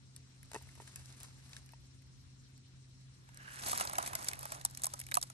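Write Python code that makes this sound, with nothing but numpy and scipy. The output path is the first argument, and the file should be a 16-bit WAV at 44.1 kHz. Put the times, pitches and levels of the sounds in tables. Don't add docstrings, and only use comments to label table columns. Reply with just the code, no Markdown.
import sys
import numpy as np
from scipy import signal
from scipy.fft import rfft, irfft, next_fast_len
from scipy.io import wavfile

SR = 44100
rng = np.random.default_rng(int(sys.argv[2]) if len(sys.argv) > 2 else 0)


def waveform_to_disk(signal):
    frames = np.transpose(np.atleast_2d(signal))
    scaled = np.clip(frames, -1, 1) * 32767
    samples = np.round(scaled).astype(np.int16)
    wavfile.write(sys.argv[1], SR, samples)


def attenuation_scalar(level_db):
    decades = np.asarray(level_db, float) / 20
    return 10 ** decades


N = 235185
STEP = 40

# f/Hz, phase/rad
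CRUSH_PHASE = [(0, -0.5), (860, -2.5), (4310, -7), (5860, -11), (6550, -11.5), (8010, -20.5), (8870, -20),
               (12700, -25.5), (14900, -30), (16500, -26)]
# f/Hz, level/dB
CRUSH_BALANCE = [(60, -5), (150, 0), (380, -3.5), (950, -4.5), (2380, -2), (5980, 1), (15000, -0.5)]
# t/s, crack peak level/dB, lowest mode level/dB, upper modes level/dB
BOARD_KNOCKS = [(0.515, -39.5, -65, -48.5), (0.532, -39, -60, -51), (0.544, -35.5, -41, -41.5),
                (0.551, -41.5, -45, -41), (0.56, -43.5, -34.5, -39), (0.611, -58, -64, -58),
                (0.671, -66, -68, -64), (0.775, -62, -61, -63), (0.8, -55, -50, -49.5),
                (0.819, -51, -60, -63), (1.734, -57, -67, -54.5), (3.289, -51, -72, -64)]


def crushing():
    # t/s, crack peak level/dB, middle level re crack/dB, treble tilt/(dB per octave)
    brittle = [(3.445, -56, -8, -17), (3.683, -29.5, -35, 11), (3.715, -26.5, -14, 5),
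               (3.872, -28, -13.5, -11.5), (3.953, -34.5, -7.5, -9), (4.025, -28.5, -15, -5),
               (4.061, -30.5, -10, -3), (4.226, -36, -26, -3), (4.284, -18.5, -20, -5),
               (4.312, -35, -5.5, -8), (4.353, -39, -31, -4), (4.39, -36, -29, 4.5), (4.408, -40, -18, 3),
               (4.611, -37.5, -11, -8), (4.658, -35, -23, -6), (4.709, -44, -29, 11),
               (4.748, -38, -17, -13), (4.772, -31.5, -19, -1.5), (4.818, -33, -27, -3),
               (4.835, -23.5, -30, -2), (4.854, -33, -15, 9), (4.991, -36, -24, 2),
               (4.999, -34.5, -38, 7.5), (5.013, -34.5, -10.5, 2), (5.037, -44, -16, -11),
               (5.065, -38, -13, -2), (5.113, -34, -11, -1.5), (5.141, -17, -28, -8), (5.213, -31, -25, -6),
               (5.226, -22.5, -39, -6.5)]
    # t/s, crack peak level/dB, knock level re crack/dB, middle level re crack/dB
    pops = [(3.71, -31.5, -15, -26), (3.73, -31, -5, -17), (3.775, -24.5, -17, -17), (3.797, -28, -9, -27),
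            (3.808, -25, -11.5, -7), (3.85, -32, -10, -8), (3.895, -32, -13, -17), (3.932, -32.5, -13, -13),
            (3.982, -24.5, -5, -10), (4.074, -30, -19, -9.5), (4.131, -33, -15, -7.5),
            (4.151, -22.5, -20.5, -11), (4.243, -33, -21, -13), (4.332, -31.5, -24, -6),
            (4.428, -37, -17, -11), (4.453, -31.5, -13.5, -15), (4.519, -29.5, -14, -11),
            (4.649, -17, -24, -42), (4.698, -46, -35, -30), (4.795, -48, -13, -6), (4.842, -20, -21, -30),
            (4.866, -22, -21.5, -32), (4.936, -28.5, -18.5, -18.5), (5.086, -45, -16, -1),
            (5.118, -33.5, -14, 1), (5.151, -22.5, -32, -18), (5.169, -22, -5.5, -11),
            (5.183, -42, -23, -26), (5.234, -40.5, -11.5, -24), (5.299, -39.5, -16, -13)]
    # t/s, hold/s, fine crackle level/dB, coarse grain level re fine/dB
    presses = [
        (3.64, 0.19, -46.5, -8),
        (3.94, 0.14, -54, -2.5),
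        (4.2, 0.087, -52.5, -6),
        (4.44, 0.012, -67, 0.5),
        (4.521, .025, -55.5, -7.5),
        (4.84, 0.098, -66.5, -5),
        (4.6, .75, -68, -16),
    ]
    pop_hz = 899
    hollow = [(s, db, pop_hz, *rest) for s, db, *rest in pops]
    rows = in_full(brittle, pop_hz, knock_db=-36, hollow=hollow, tilt_db=0.8)

    s, held, fine_db, coarse_db = np.transpose(presses)
    span = 3.05, 6
    fine = grains(span, low_hz=3750, high_hz=16300, count=13, cycles=9.9, per_s=5000, size_db=4.0, own=1.0)
    medium = grains(span, low_hz=1480, high_hz=4000, count=6, cycles=8.2, per_s=3300, size_db=4.0, own=0.64)
    cavities = grains(span, low_hz=690, high_hz=1320, count=6, cycles=9.1, per_s=1500, size_db=3.0, own=0.31)
    fine_gain = effort(s, held, fine_db, rise_db=107, fall_db=350, level_db=3.9)
    fine_gain = fine_gain + crumbs(rows, level_db=-19.0, t60=0.041)
    bed = fine_gain * fine
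    bed += effort(s, held, fine_db + coarse_db, rise_db=56, fall_db=150, level_db=0) * medium
    bed += effort(s, held, fine_db + coarse_db, rise_db=350, fall_db=76, level_db=2.4) * cavities

    hits = snaps(rows, part_db=[3.0, -3.0, -11.0], part_t60=[.021, .012, .007],
                 spread_s=0.002156, own_db=15.5)
    return ports(hits + bed, CRUSH_PHASE, CRUSH_BALANCE)


def creak():
    # t/s, level/dB
    swell = [(3.25, -87), (3.36, -65), (3.45, -56.5), (3.55, -56), (3.66, -68), (3.8, -95)]
    s, level_db = np.transpose(swell)
    gain = attenuation_scalar(np.interp(np.arange(N) / SR, s, level_db, left=-130, right=-130))
    rub = grains((3.2, 3.85), low_hz=1650, high_hz=2880, count=2, cycles=26.0,
                 per_s=4400, size_db=2.5, own=0.75)
    return ports(gain * rub, CRUSH_PHASE, CRUSH_BALANCE)


def knife():
    # t/s, crack peak level/dB, middle level re crack/dB, treble tilt/(dB per octave)
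    ticks = [(0.162, -38, -21.5, -2.5), (0.429, -47, -8, 4.5), (0.457, -58, -19, 8), (0.623, -49.5, -19, 6),
             (0.689, -55.5, 0, 4), (0.752, -50, -14, -1), (0.875, -42, -11, -4), (0.958, -34, -14, 0.5),
             (1.048, -55, -29, -16), (1.057, -44, -27, -10), (1.124, -45.5, -30, -12),
             (1.202, -41.5, -29, -3), (1.231, -38, -39, 1), (1.493, -50.5, -11, 0), (1.531, -45, -6.5, -19),
             (1.565, -39, -8.5, -8), (1.66, -51, -18, 2), (1.69, -50, -5.5, -10), (1.72, -61, -4.5, 21),
             (2.02, -62, -6, 8), (2.577, -51, -14.5, -4), (3.344, -48, -20, -3), (3.372, -38.5, -24, -7)]
    # t/s, hold/s, level/dB
    strokes = [
        (.5, 1.05, -77.5),
        (.87, 0.023, -69.5),
        (1.06, 0.0077, -89),
        (1.21, 0.031, -66),
        (1.54, 0.027, -69.5),
    ]
    # f/Hz, phase/rad
    knife_phase = [(0, -0.5), (2500, 2.03), (3200, -3.5), (10400, -15), (16500, -25)]
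    # f/Hz, level/dB
    knife_balance = [(60, 1), (180, -6), (550, 2), (1650, 0.5), (4970, 2), (15000, 1)]
    knock_hz, knock_db = 433, -36
    cracks = [(s, db, knock_hz, knock_db, -11) for s, db, *_ in BOARD_KNOCKS]
    rows = in_full(ticks, knock_hz, knock_db, hollow=cracks, tilt_db=-4.5)

    grit = grains((0, 2.3), low_hz=3530, high_hz=12200, count=10, cycles=6.1, per_s=4000, size_db=3.0, own=1.0)
    grit = signal.sosfilt(signal.butter(2, 10500, fs=SR, output="sos"), grit)
    slide_gain = effort(*np.transpose(strokes), rise_db=45, fall_db=115, level_db=4.8)
    slide_gain = slide_gain + crumbs(rows, level_db=-25, t60=0.16)

    hits = snaps(rows, part_db=[-1.5, -5.5, -13.0], part_t60=[.035, .016, .007],
                 spread_s=0.00081, own_db=20)
    return ports(hits + board(own_db=11.5) + slide_gain * grit, knife_phase, knife_balance)


def board(own_db):
    # f/Hz, level/dB, t60/s
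    modes = [(419, 1, 0.037), (640, -3, 0.02), (923, -0.5, 0.028), (1370, -9, .015), (1870, -7, 0.03),
             (2610, -4.5, 0.027), (2950, -10, .018)]
    s, _, low_db, upper_db = np.transpose(BOARD_KNOCKS)
    at = np.round((s + .0006) * SR).astype(int)
    luck = rng.random((len(s), len(modes), 2)) - .5
    out = np.zeros((2, N))
    for k, (hz, level_db, t60) in enumerate(modes):
        strike_db = upper_db if k else low_db
        clicks = np.zeros((2, N))
        clicks[:, at] = attenuation_scalar(strike_db + level_db + own_db * luck[:, k].T)
        out += (-1) ** k * ring(clicks, hz, t60)
    return signal.lfilter([.3], [1, -.7], out)


def in_full(brittle, knock_hz, knock_db, hollow, tilt_db):
    rows = [(s, db, knock_hz, knock_db, middle, tilt) for s, db, middle, tilt in brittle]
    return rows + [(*row, tilt_db) for row in hollow]


def snaps(rows, part_db, part_t60, spread_s, own_db):
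    low_count, middle_count, bright_count = counts = [5, 6, 20]
    length = 1600
    out, t = np.zeros((2, N + length)), np.arange(length) / SR
    luck = rng.random((len(rows), 5, sum(counts)))
    for row, (pitch, start, size, left, right) in zip(rows, luck):
        s, peak_db, knock_hz, knock_db, middle_db, tilt_db = row
        low, middle, bright = np.split(pitch, np.cumsum(counts)[:2])
        low = (np.arange(low_count) + low) / low_count
        middle = (np.arange(middle_count) + middle) / middle_count
        bright = (np.arange(bright_count) + bright) / bright_count
        hz = np.r_[knock_hz * (.62 + .92 * low), 1500 * 2.6 ** middle, 3600 + 12500 * bright]

        level_db = peak_db + np.repeat(np.add(part_db, [knock_db, middle_db, 0]), counts)
        level_db[-bright_count:] += tilt_db * np.log2(hz[-bright_count:] / 7000)
        t60 = np.repeat(part_t60, counts) * (0.89 + 0.87 * size)

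        age = np.maximum(t - spread_s * start[:, None] ** 1.52, 0)
        rings = np.sin(2 * np.pi * hz[:, None] * age) * np.exp(-np.log(1000) * age / t60[:, None])
        rings *= 1 - np.exp(-age * hz[:, None] / 0.93)

        apart_db = own_db * np.repeat([.6, .9, 1], counts) * (np.array([left, right]) - .5)
        at = round((s + .0006) * SR)
        out[:, at:at + length] += attenuation_scalar(level_db + apart_db) @ rings
    return out[:, :N]


def grains(span, low_hz, high_hz, count, cycles, per_s, size_db, own):
    first, last = [min(round(s * SR), N) for s in span]
    chance, big, dealt = rng.random((3, 3, last - first))
    rate = per_sample(per_s * attenuation_scalar(4.5 * drift(35.0)))[first:last]
    born = chance < rate / SR
    clicks = np.zeros(born.shape)
    clicks[born] = attenuation_scalar(-size_db * np.log(big[born] + 0.0017)) * np.sign(dealt[born] - .5)
    pair = clicks[0] + own * clicks[1:]
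    which = (dealt[0] * 2 * count).astype(int) % count
    rings = np.zeros(pair.shape)
    for k, hz in enumerate(np.geomspace(low_hz, high_hz, count)):
        rings += ring(pair * (which == k), hz, cycles / hz)
    return np.pad(rms_one(rings), ((0, 0), (first, N - last)))


def ring(clicks, hz, t60):
    r, w = attenuation_scalar(-60 / (t60 * SR)), 2 * np.pi * hz / SR
    return signal.lfilter([0, np.sin(w)], [1, -2 * r * np.cos(w), r * r], clicks + 1e-18)


def crumbs(rows, level_db, t60):
    kicks = np.zeros(N)
    kicks[[round(row[0] * SR) for row in rows]] = attenuation_scalar(np.array(rows)[:, 1] + level_db)
    return signal.lfilter([1], [1, -attenuation_scalar(-60 / (t60 * SR))], kicks)


def effort(s, held, db, rise_db, fall_db, level_db):
    t = np.arange(N // STEP + 2) * STEP / SR - np.c_[s]
    before, after = np.maximum(-t, 0), np.maximum(t - np.c_[held], 0)
    pushes = attenuation_scalar(np.c_[db] + level_db - rise_db * before - fall_db * after)
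    return per_sample(pushes.sum(axis=0))


def drift(rate):
    r = np.exp(-2 * np.pi * STEP * rate / SR)
    noise = rng.standard_normal(N // STEP + 2002)
    return rms_one(signal.lfilter([1], [1, -2 * r, r * r], noise)[2000:])


def per_sample(coarse):
    return np.interp(np.arange(N) / STEP, np.arange(len(coarse)), coarse)


def rms_one(x):
    return x / np.sqrt(np.mean(x ** 2) + 1e-20)


def at_hz(points, hz):
    points = np.array(points)
    return np.interp(np.log(hz), np.log(points[:, 0]), points[:, 1])


def ports(pair, lead, shade):
    # f/Hz, level/dB
    port_response = [(150, 4), (450, -1), (900, 3.5), (2200, 1.5), (3200, -5), (4200, -5), (5500, -1),
                     (7000, 0.5), (8500, 2.5), (9800, 0.5), (10900, 7), (12000, -3.5), (13500, -41),
                     (15000, -11), (16600, -32)]
    size = next_fast_len(N + 512)
    hz = np.arange(size // 2 + 1) * SR / size + 1e-3
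    turn = np.exp(1j * np.interp(hz, *np.transpose(lead)))
    half = attenuation_scalar(at_hz(shade, hz) / 2)
    spectra = rfft(pair, size) * attenuation_scalar(at_hz(port_response, hz))
    return irfft(spectra * [turn * half, 1 / half], size)[:, :N]


def hum():
    # f/Hz, peak level/dB, waver/Hz
    harmonics = [(130.2, -56.5, 0.8), (263.3, -73.5, 1.95)]
    t, waver = np.arange(N) / SR, per_sample(drift(2.6))
    apart = 0.32 * per_sample(drift(4.6)) * np.c_[[1, -1]]
    out = np.zeros((2, N))
    for hz, level_db, width in harmonics:
        gain = per_sample(attenuation_scalar(level_db + 1.55 * drift(6.9)))
        cycles = hz * t + np.cumsum(width * waver) / SR
        out += gain * np.sin(2 * np.pi * cycles + apart)
    return out


def bird():
    # t/s, length/s, from f/Hz, to f/Hz, peak level/dB
    whistles = [
        (3.13, .04, 8600, 8400, -70),
        (5.078, .065, 9250, 8100, -62),
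    ]
    t, out = np.arange(N) / SR, np.zeros(N)
    for s, length, from_hz, to_hz, level_db in whistles:
        gone = np.clip((t - s) / length, 0, 1)
        phase = 2 * np.pi * np.cumsum(from_hz + (to_hz - from_hz) * gone) / SR
        out += attenuation_scalar(level_db) * np.sin(np.pi * gone) * np.sin(phase)
    return out * np.c_[[1, .6]]


def air(patchy_db):
    # f/Hz, level/(dB per Hz)
    air_spectrum = [(28, -103), (50, -87), (72, -84.5), (110, -86.5), (170, -94), (260, -96.5), (400, -107),
                    (600, -113), (1300, -112), (3200, -111), (4300, -110), (6500, -111), (9000, -114),
                    (11700, -117)]
    # f/Hz, coefficient/1
    likeness = [(60, 0.87), (150, 1), (380, -0.16), (950, 0.021), (2400, -0.11), (8000, -0.057),
                (10300, -0.46), (11900, 0.17)]
    # f/Hz, level/dB
    balance = [(60, 4), (180, -1), (550, 1.5), (1650, 7), (4970, 1.5), (15000, 1)]
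    edges = np.r_[23 * 2 ** (np.arange(18) / 2), 9700, 11000, 12400]
    white = rng.standard_normal((2, 2, N)) * np.sqrt(SR / 2)
    together = drift(0.33)
    out = np.zeros((2, N))
    for k, (low, high) in enumerate(zip(edges, edges[1:])):
        band = signal.butter(2, [low, high], "band", fs=SR, output="sos")
        mid, side = signal.sosfilt(band, white[k % 2])
        hz = np.sqrt(low * high)
        alike = np.clip(at_hz(likeness, hz), -1, 1)
        shade = attenuation_scalar(at_hz(balance, hz) / 2)
        gain = per_sample(attenuation_scalar(at_hz(air_spectrum, hz) + patchy_db * (0.42 * together + drift(16.0))))
        mid = np.sqrt(1 + alike) * gain * mid
        side = np.sqrt(1 - alike) * gain * side
        out += [shade * (mid + side), (mid - side) / shade]
    return out


def housing(x):
    # f/Hz, bandwidth/Hz, added level/dB
    cavity_peaks = [(4090, 270, -1.5), (5580, 470, -4)]
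    out = x
    for hz, width_hz, added_db in cavity_peaks:
        out = out + attenuation_scalar(added_db) * signal.lfilter(*signal.iirpeak(hz, hz / width_hz, SR), x)
    return out


def scene():
    near = crushing() + creak() + knife()
    return near + hum() + bird() + housing(air(patchy_db=1.83))


def mute_faint_treble(x):
    # lower edge f/Hz, threshold of the sum/(dB per Hz), of the difference/(dB per Hz)
    gates = [(9610, -109.5, -121), (10540, -112.5, -121), (10850, -115.5, -118), (11600, -115, -111),
             (12020, -111, -109), (13860, -109, -109), (15200, -109, -109), (16200, -111, -111)]
    hz, _, z = signal.stft([x[0] + x[1], x[0] - x[1]], SR, nperseg=1536, scaling="psd")
    edges = [np.searchsorted(hz, row[0]) for row in gates] + [len(hz)]
    for low, high, (_, *threshold_db) in zip(edges, edges[1:], gates):
        level_db = 10 * np.log10(np.mean(abs(z[:, low:high]) ** 2, axis=1) / 2 + 1e-30)
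        z[:, low:high] *= (level_db > np.c_[threshold_db])[:, None]
    total, apart = signal.istft(z, SR, nperseg=1536, scaling="psd")[1][:, :N]
    return np.array([total + apart, total - apart]) / 2


def band_limit(x):
    return signal.sosfilt(signal.butter(12, 16990, fs=SR, output="sos"), x)


def record(dry):
    wet = signal.sosfilt(signal.butter(2, 38.0, "high", fs=SR, output="sos"), dry)
    return band_limit(mute_faint_treble(wet))


dry = scene()
out = record(dry)
waveform_to_disk(out)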